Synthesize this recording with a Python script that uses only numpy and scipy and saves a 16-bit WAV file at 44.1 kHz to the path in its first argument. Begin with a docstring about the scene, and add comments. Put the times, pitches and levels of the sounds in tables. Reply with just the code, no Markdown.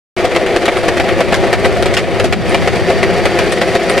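"""A skateboard rolls over the paving slabs of an open square, heard by a camera just above the ground.
The sound cuts in mid-ride: grit under the wheels keeps the deck booming and hissing, each axle clacks
over the joints between slabs, and air buffets the microphone. Soon loose steel chinks for the first time.
Halfway through, the tail cracks on the stone for a jump; then the wheels ring louder, with more chinks.
All along, the camera's hum filter and limiter give everything a hollow, squeezed colour."""
import sys
import numpy as np
from scipy import signal
from scipy.fft import rfft, irfft
from scipy.io import wavfile
from scipy.ndimage import uniform_filter1d

SR = 44100
rng = np.random.default_rng(int(sys.argv[2]) if len(sys.argv) > 2 else 0)


def to_wav(sig):
    """Store sig (one row per channel, or 1-D mono) as 16-bit WAV at the path in sys.argv[1].

    Samples outside -1..1 are clipped; the rate is SR.
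    """
    pcm = np.clip(np.atleast_2d(sig), -1, 1) * 32767
    pcm = np.round(pcm).astype(np.int16)
    wavfile.write(sys.argv[1], SR, pcm.T)  # frames by channels


N = 176400

# how hard the air hits the microphone: t/s, level/dB
GUSTS = [(.6, -26.5), (1.4, -19), (2.1, -20.5), (2.6, -17.5), (3.95, -25)]
# tone of that air at the two microphone openings: f/Hz, shared level/dB, opposed level/dB
WIND_TONE = [(20, -31, -26), (55.4, -8, 1), (103, -3.5, 8), (183, 1, 1), (274, -9.5, -6.5),
             (420, -24, -16.5), (2000, -70, -53)]
# hum and thin ringing of wheels and bearings: f/Hz, width/Hz, level/dB
WHEEL_TONES = [(176, 40, -26), (1817, 81, -29.5), (4616, 170, -34.5), (5640, 400, -41.5)]
# that ringing swells in the second half: t/s, level/dB
WHEEL_SWELL = [(2.25, -6.5), (2.55, -0.5)]
# loose steel chinks in a truck (the metal axle holder): t/s, level/dB
CHINKS = [(.769, -32), (2.495, -30), (3.52, -25), (3.896, -23)]
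# hollow knock of the deck (the wooden plank): f/Hz, level/dB
DECK_TONES = [(525, -1.5), (690, -5.5)]
# ringing of the wood when its tail hits the stone: f/Hz, level/dB
TAIL_TONES = [(1440, -10.5), (2790, -4.5), (3240, -11), (5170, -13.5)]
# an axle crosses a joint or jolts on the stone: t/s, bass boom/dB, middle clack/dB, treble tick/dB
JOINTS = [(.245, -0.5, -10.5, -18.5), (0.348, -14, -15, -25), (0.362, -2.5, -7.5, -18),
          (.463, -17, -15, -24.5), (.562, -2, -10, -19), (.655, -32, -11.5, -19.5), (.680, -2, -6, -18.5),
          (0.77, -36, -14, -31), (.882, -2.5, -8, -19.5), (.972, -26, -15, -25), (.999, -2, -8, -19),
          (1.088, -17, -14.5, -31), (1.206, 1, -6.5, -18), (1.325, 1, -7.5, -17.5), (1.342, -14, -7, -14),
          (1.529, -2, -7, -14), (1.644, -14, -11, -24), (1.653, -1, -11.5, -18), (1.825, -10, -12, -18.5),
          (1.858, -3, -12, -20.5), (1.938, -25, -13, -17.5), (1.968, -26, -10, -16),
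          (1.983, -16, -14.5, -23), (2.198, -5, -12.5, -22.5), (2.243, -7.5, -13.5, -15.5),
          (2.325, -5, -9.5, -21), (2.545, -3, -6, -18.5), (2.675, -2.5, -7.5, -15), (2.753, -19, -25, -24),
          (2.901, 1.5, -10, -20), (3.03, -2.5, -7.5, -20), (3.255, -4.5, -8, -17.5),
          (3.388, -11.5, -10, -18.5), (3.521, -15, -14.5, -22), (3.615, -7.5, -10.5, -18.5),
          (3.753, 0, -8.5, -15.5), (3.896, -26, -13, -23), (3.978, -13, -9, -19)]
# rolling between joints: t/s, level/dB, brightness/dB (added once to the middle, twice to the treble)
ROLLING = [(.18, 0.5, 0), (.3, -2.5, 0.4), (.48, 1, -1.5), (.72, -1.5, 1), (1.13, 0.5, -0.9),
           (1.72, 0.5, -0.56), (2.05, -3.5, 0), (2.17, 0, -1), (2.28, -6.5, 0), (2.39, -6.5, 0.2),
           (2.52, 0.5, 1), (2.6, -3.5, 1.5), (2.97, 0.3, 0), (3.55, -1, 0.9), (3.95, 0.5, 0.6)]
# how board and wheels ring: f/Hz, level/dB
BOARD_TONE = [(90, -18.5), (200, -18.5), (280, -9.5), (335, -1.5), (375, 0.5), (440, -2.5), (520, -2.5),
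              (630, -5), (730, -4), (810, -11.5), (960, -16), (1250, -13), (1600, -14), (1880, -10.5),
              (2330, -12.5), (2600, -16), (4400, -24.5), (6500, -32), (9400, -35.5), (12000, -43),
              (15500, -65)]
# shaking of the board, a row each for bass, middle and treble (bands 0, 1, 2):
# rolling/dB, grit unevenness/dB, joint/dB, joint rise/s, joint decay/s, left-right difference/dB
BANDS = [(-13.5, 1.26, 0.84, 0.00082, 0.0055, -22.5), (-21, 1.7, -0.05, .0006, 0.01, -16.5),
         (-32, 3, -1.2, 0.00047, 0.0063, -5)]
# where the board sits between the ears: f/Hz, left minus right/dB
BALANCE = [(750, 1.86), (2200, .5), (4600, 1.7), (10500, -1.5)]

BAND_EDGES_HZ = (965, 3830)  # borders of bass, middle and treble
GRAINS_PER_S, FLUTTER_HZ, FLUTTER_DB = 12000, 34, 1.2
CHATTER_HZ, CHATTER_DB = 350, 2  # a loose truck breaks knocks and chinks into tiny impacts
SCUFF_S, SCUFF_DB, SNAP_DB = .0055, -10, -8.5
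SECOND_WHEEL_S, SECOND_WHEEL_DB = .0055, -6
RATTLE_S, RATTLE_DB = .014, -9.5
DECK_T60_S, DECK_PITCH_SPREAD = .059, .044  # T60 is the time to fade by 60 dB
JUMP_S, TAIL_T60_S = 1.969, .032
CHINK_DECAY_S, CHINK_HZ, CHINK_WIDTH_HZ = .014, 9020, 770
WIND_LEAN_DB = 1.37  # left goes up by this much, right goes down
HUM_HZ, HUM_FEEDBACK, HUM_DEPTH, HUM_FADE_HZ = 150.25, .48, .92, 17300
LIMIT_DB, LIMIT_SLOPE, RECOVER_DB_PER_S = -7, .63, 59
START_S, CEILING, TOP_HZ = .165, 1.08, 15700


def amp(db):
    """Turns decibels into a number to multiply by."""
    return 10 ** (np.asarray(db) / 20)


def unit(x):
    """Scales a signal to an average strength (rms) of 1."""
    return x / np.sqrt(np.mean(x ** 2) + 1e-20)


def spectrum(points, hz):
    """Reads a table on a log-frequency axis."""
    f, value = np.transpose(points)
    return np.interp(np.log(hz + 1), np.log(f + 1), value)


def curve(rows, column=1):
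    """Reads one column of a table over time."""
    rows = np.array(rows)
    return np.interp(np.arange(N) / SR, rows[:, 0], rows[:, column])


def add(mix, start_s, sound):
    """Mixes a sound in at a given time."""
    part = mix[:, round(start_s * SR):][:, :sound.shape[1]]
    part += sound[:, :part.shape[1]]


def wander(rate_hz):
    """A random drift of strength 1, with little movement faster than rate_hz."""
    hz = np.fft.rfftfreq(N, 1 / SR)
    return unit(irfft(rfft(rng.standard_normal(N)) / (1 + (hz / rate_hz) ** 4), N))


def hiss(centre_hz, width_hz):
    """Noise of strength 1, gathered around one pitch."""
    offset_hz = np.fft.rfftfreq(N, 1 / SR) - centre_hz
    return unit(irfft(rfft(rng.standard_normal(N)) / (1 + (offset_hz / width_hz) ** 2), N))


def struck(tones, t60_s, pitch=1, size=6000):
    """Tones that ring out after one blow."""
    t = np.arange(size) / SR
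    return sum(amp(db - 60 * t / t60_s) * np.sin(2 * np.pi * hz * pitch * t) for hz, db in tones)


def wind():
    """Air buffets in low lumps, mostly pushing at one microphone opening as it pulls at the other."""
    hz, table = np.fft.rfftfreq(N, 1 / SR), np.array(WIND_TONE)
    shape = amp([spectrum(table[:, [0, k]], hz) for k in (1, 2)])
    shared, opposed = unit(irfft(rfft(rng.standard_normal((2, N))) * shape, N))
    left = (shared + opposed) * amp(WIND_LEAN_DB)
    right = (shared - opposed) / amp(WIND_LEAN_DB)
    return np.array([left, right]) * amp(curve(GUSTS) + wander(rate_hz=4.8))


def wheels():
    """Wheels and bearings hum and ring thinly as they roll."""
    ringing = sum(amp(db) * hiss(hz, width_hz) for hz, width_hz, db in WHEEL_TONES)
    return ringing * amp(curve(ROLLING) + curve(WHEEL_SWELL))


def chinks():
    """Sudden, quickly dying flurries of tiny impacts ring a small piece of steel."""
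    t = np.arange(N) / SR
    flurries = sum(amp(db) * (t >= s) * np.exp(-abs(t - s) / CHINK_DECAY_S) for s, db in CHINKS)
    return flurries * hiss(CHINK_HZ, CHINK_WIDTH_HZ) * amp(CHATTER_DB * wander(CHATTER_HZ))


def deck():
    """The wood knocks hollowly at each joint, and cracks once as the tail is snapped down."""
    out = np.zeros((2, N))
    for s, boom_db, *_ in JOINTS:
        pitch = 1 + DECK_PITCH_SPREAD * rng.standard_normal()
        add(out, s, amp(boom_db) * struck(DECK_TONES, DECK_T60_S, pitch)[None])
    add(out, JUMP_S, struck(TAIL_TONES, TAIL_T60_S)[None])
    return out


def board_ring(band, size=4096):
    """How the board rings after one tap, in its bass, middle or treble."""
    hz = abs(np.fft.fftfreq(size, 1 / SR))
    below_middle, below_treble = (1 / (1 + (hz / edge) ** 10) for edge in BAND_EDGES_HZ)
    share = [below_middle, (1 - below_middle) * below_treble, 1 - below_treble][band]
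    gain = amp(spectrum(BOARD_TONE, hz)) * np.sqrt(share)
    # minimum phase: the ring starts at the tap and then dies away
    response = np.exp(np.conj(signal.hilbert(np.log(gain + 1e-5))))
    ring = np.fft.ifft(response).real[:size // 2]
    return ring / np.linalg.norm(ring)


def grit(uneven_db):
    """Dense tiny knocks of the wheels on rough stone: a shared row and a left-right difference row."""
    hits = rng.random(N) < GRAINS_PER_S / SR
    strength = amp(uneven_db * np.minimum(rng.exponential(1, N), 4))
    return unit(hits * strength * rng.standard_normal((2, N)))


def joint(rise_s, decay_s, rattle_gain, size=4000):
    """Two wheels scuff into the gap and hit its edge in turn with a snap; the truck rattles on."""
    t = np.arange(size) / SR
    blow = (1 - np.exp(-t / rise_s)) * np.exp(-(t / decay_s) ** 2)
    scuff = amp(SCUFF_DB) * t / SCUFF_S * (t < SCUFF_S)
    out = scuff * rng.standard_normal((2, size))
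    for delay_s, db in [(0, 0), (SECOND_WHEEL_S * (.5 + rng.random()), SECOND_WHEEL_DB)]:
        force = blow * rng.choice([-1., 1.], (2, size))
        force[0, round(rise_s * SR)] += amp(SNAP_DB) * np.linalg.norm(blow)
        add(out, SCUFF_S + delay_s, amp(db) * force)
    add(out, SCUFF_S, rattle_gain * np.exp(-t / RATTLE_S) * rng.standard_normal((2, size)))
    return out


def skateboard():
    """Grit and joints shake the board, while the load on the wheels flutters."""
    out = np.zeros((2, N))
    bright_db = curve(ROLLING, column=2)
    load_db = curve(ROLLING) + FLUTTER_DB * wander(FLUTTER_HZ)
    chatter_db = CHATTER_DB * wander(CHATTER_HZ)
    for band, (roll_db, uneven_db, joint_db, rise_s, decay_s, side_db) in enumerate(BANDS):
        # multiplying by band keeps rattle and chatter out of the bass and strongest in the treble
        knocks = np.zeros((2, N))
        for s, *level_db in JOINTS:
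            knock = joint(rise_s, decay_s, band * amp(RATTLE_DB))
            add(knocks, s - SCUFF_S, amp(level_db[band] + joint_db) * knock)
        rolling = grit(uneven_db) * amp(load_db + band * bright_db + roll_db)
        force = rolling + knocks * amp(band * chatter_db)
        shared, side = signal.oaconvolve(force, board_ring(band)[None], axes=1)[:, :N]
        out += [shared + amp(side_db) * side, shared - amp(side_db) * side]
    return out


def scene():
    """The board, close and a little to the left, with the wind."""
    board = skateboard() + deck() + wheels() + chinks()
    lean_db = spectrum(BALANCE, np.fft.rfftfreq(N, 1 / SR)) / 2
    return irfft(rfft(board) * amp([lean_db, -lean_db]), N) + wind()


def hum_filter(x):
    """Subtracting a short echo cuts every multiple of the camera motor's hum, less so in the treble."""
    hz = np.fft.rfftfreq(2 * N, 1 / SR)
    echo = HUM_DEPTH * np.exp(-(hz / HUM_FADE_HZ) ** 2 - 2j * np.pi * hz / HUM_HZ)
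    comb = (1 + HUM_FEEDBACK) / 2 * (1 - echo) / (1 - HUM_FEEDBACK * echo)
    return irfft(rfft(x, 2 * N) * comb)[:, :N]


def limiter(x):
    """Turns loud moments down at once, then lets the level creep back."""
    power = uniform_filter1d((x ** 2).mean(0), size=200)
    power_db = 10 * np.log10(abs(power) + 1e-12)
    recovery_db = np.arange(N) * RECOVER_DB_PER_S / SR
    held_db = np.maximum.accumulate(power_db + recovery_db) - recovery_db
    over_db = np.maximum(held_db - LIMIT_DB, 0)
    return x / amp(LIMIT_SLOPE * uniform_filter1d(over_db, size=100))


def record(dry):
    """The sound cuts in; the camera hollows it, squeezes it and trims the highest treble."""
    switched_on = np.arange(N) > START_S * SR
    x = limiter(hum_filter(dry * switched_on))
    x = x / (1 + (x / CEILING) ** 6) ** (1 / 6)  # soft overload rounds off the peaks
    treble_cut = signal.firwin(511, TOP_HZ, window=("kaiser", 9), fs=SR)
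    return signal.oaconvolve(x, treble_cut[None], "same")


dry = scene()
out = record(dry)
to_wav(out)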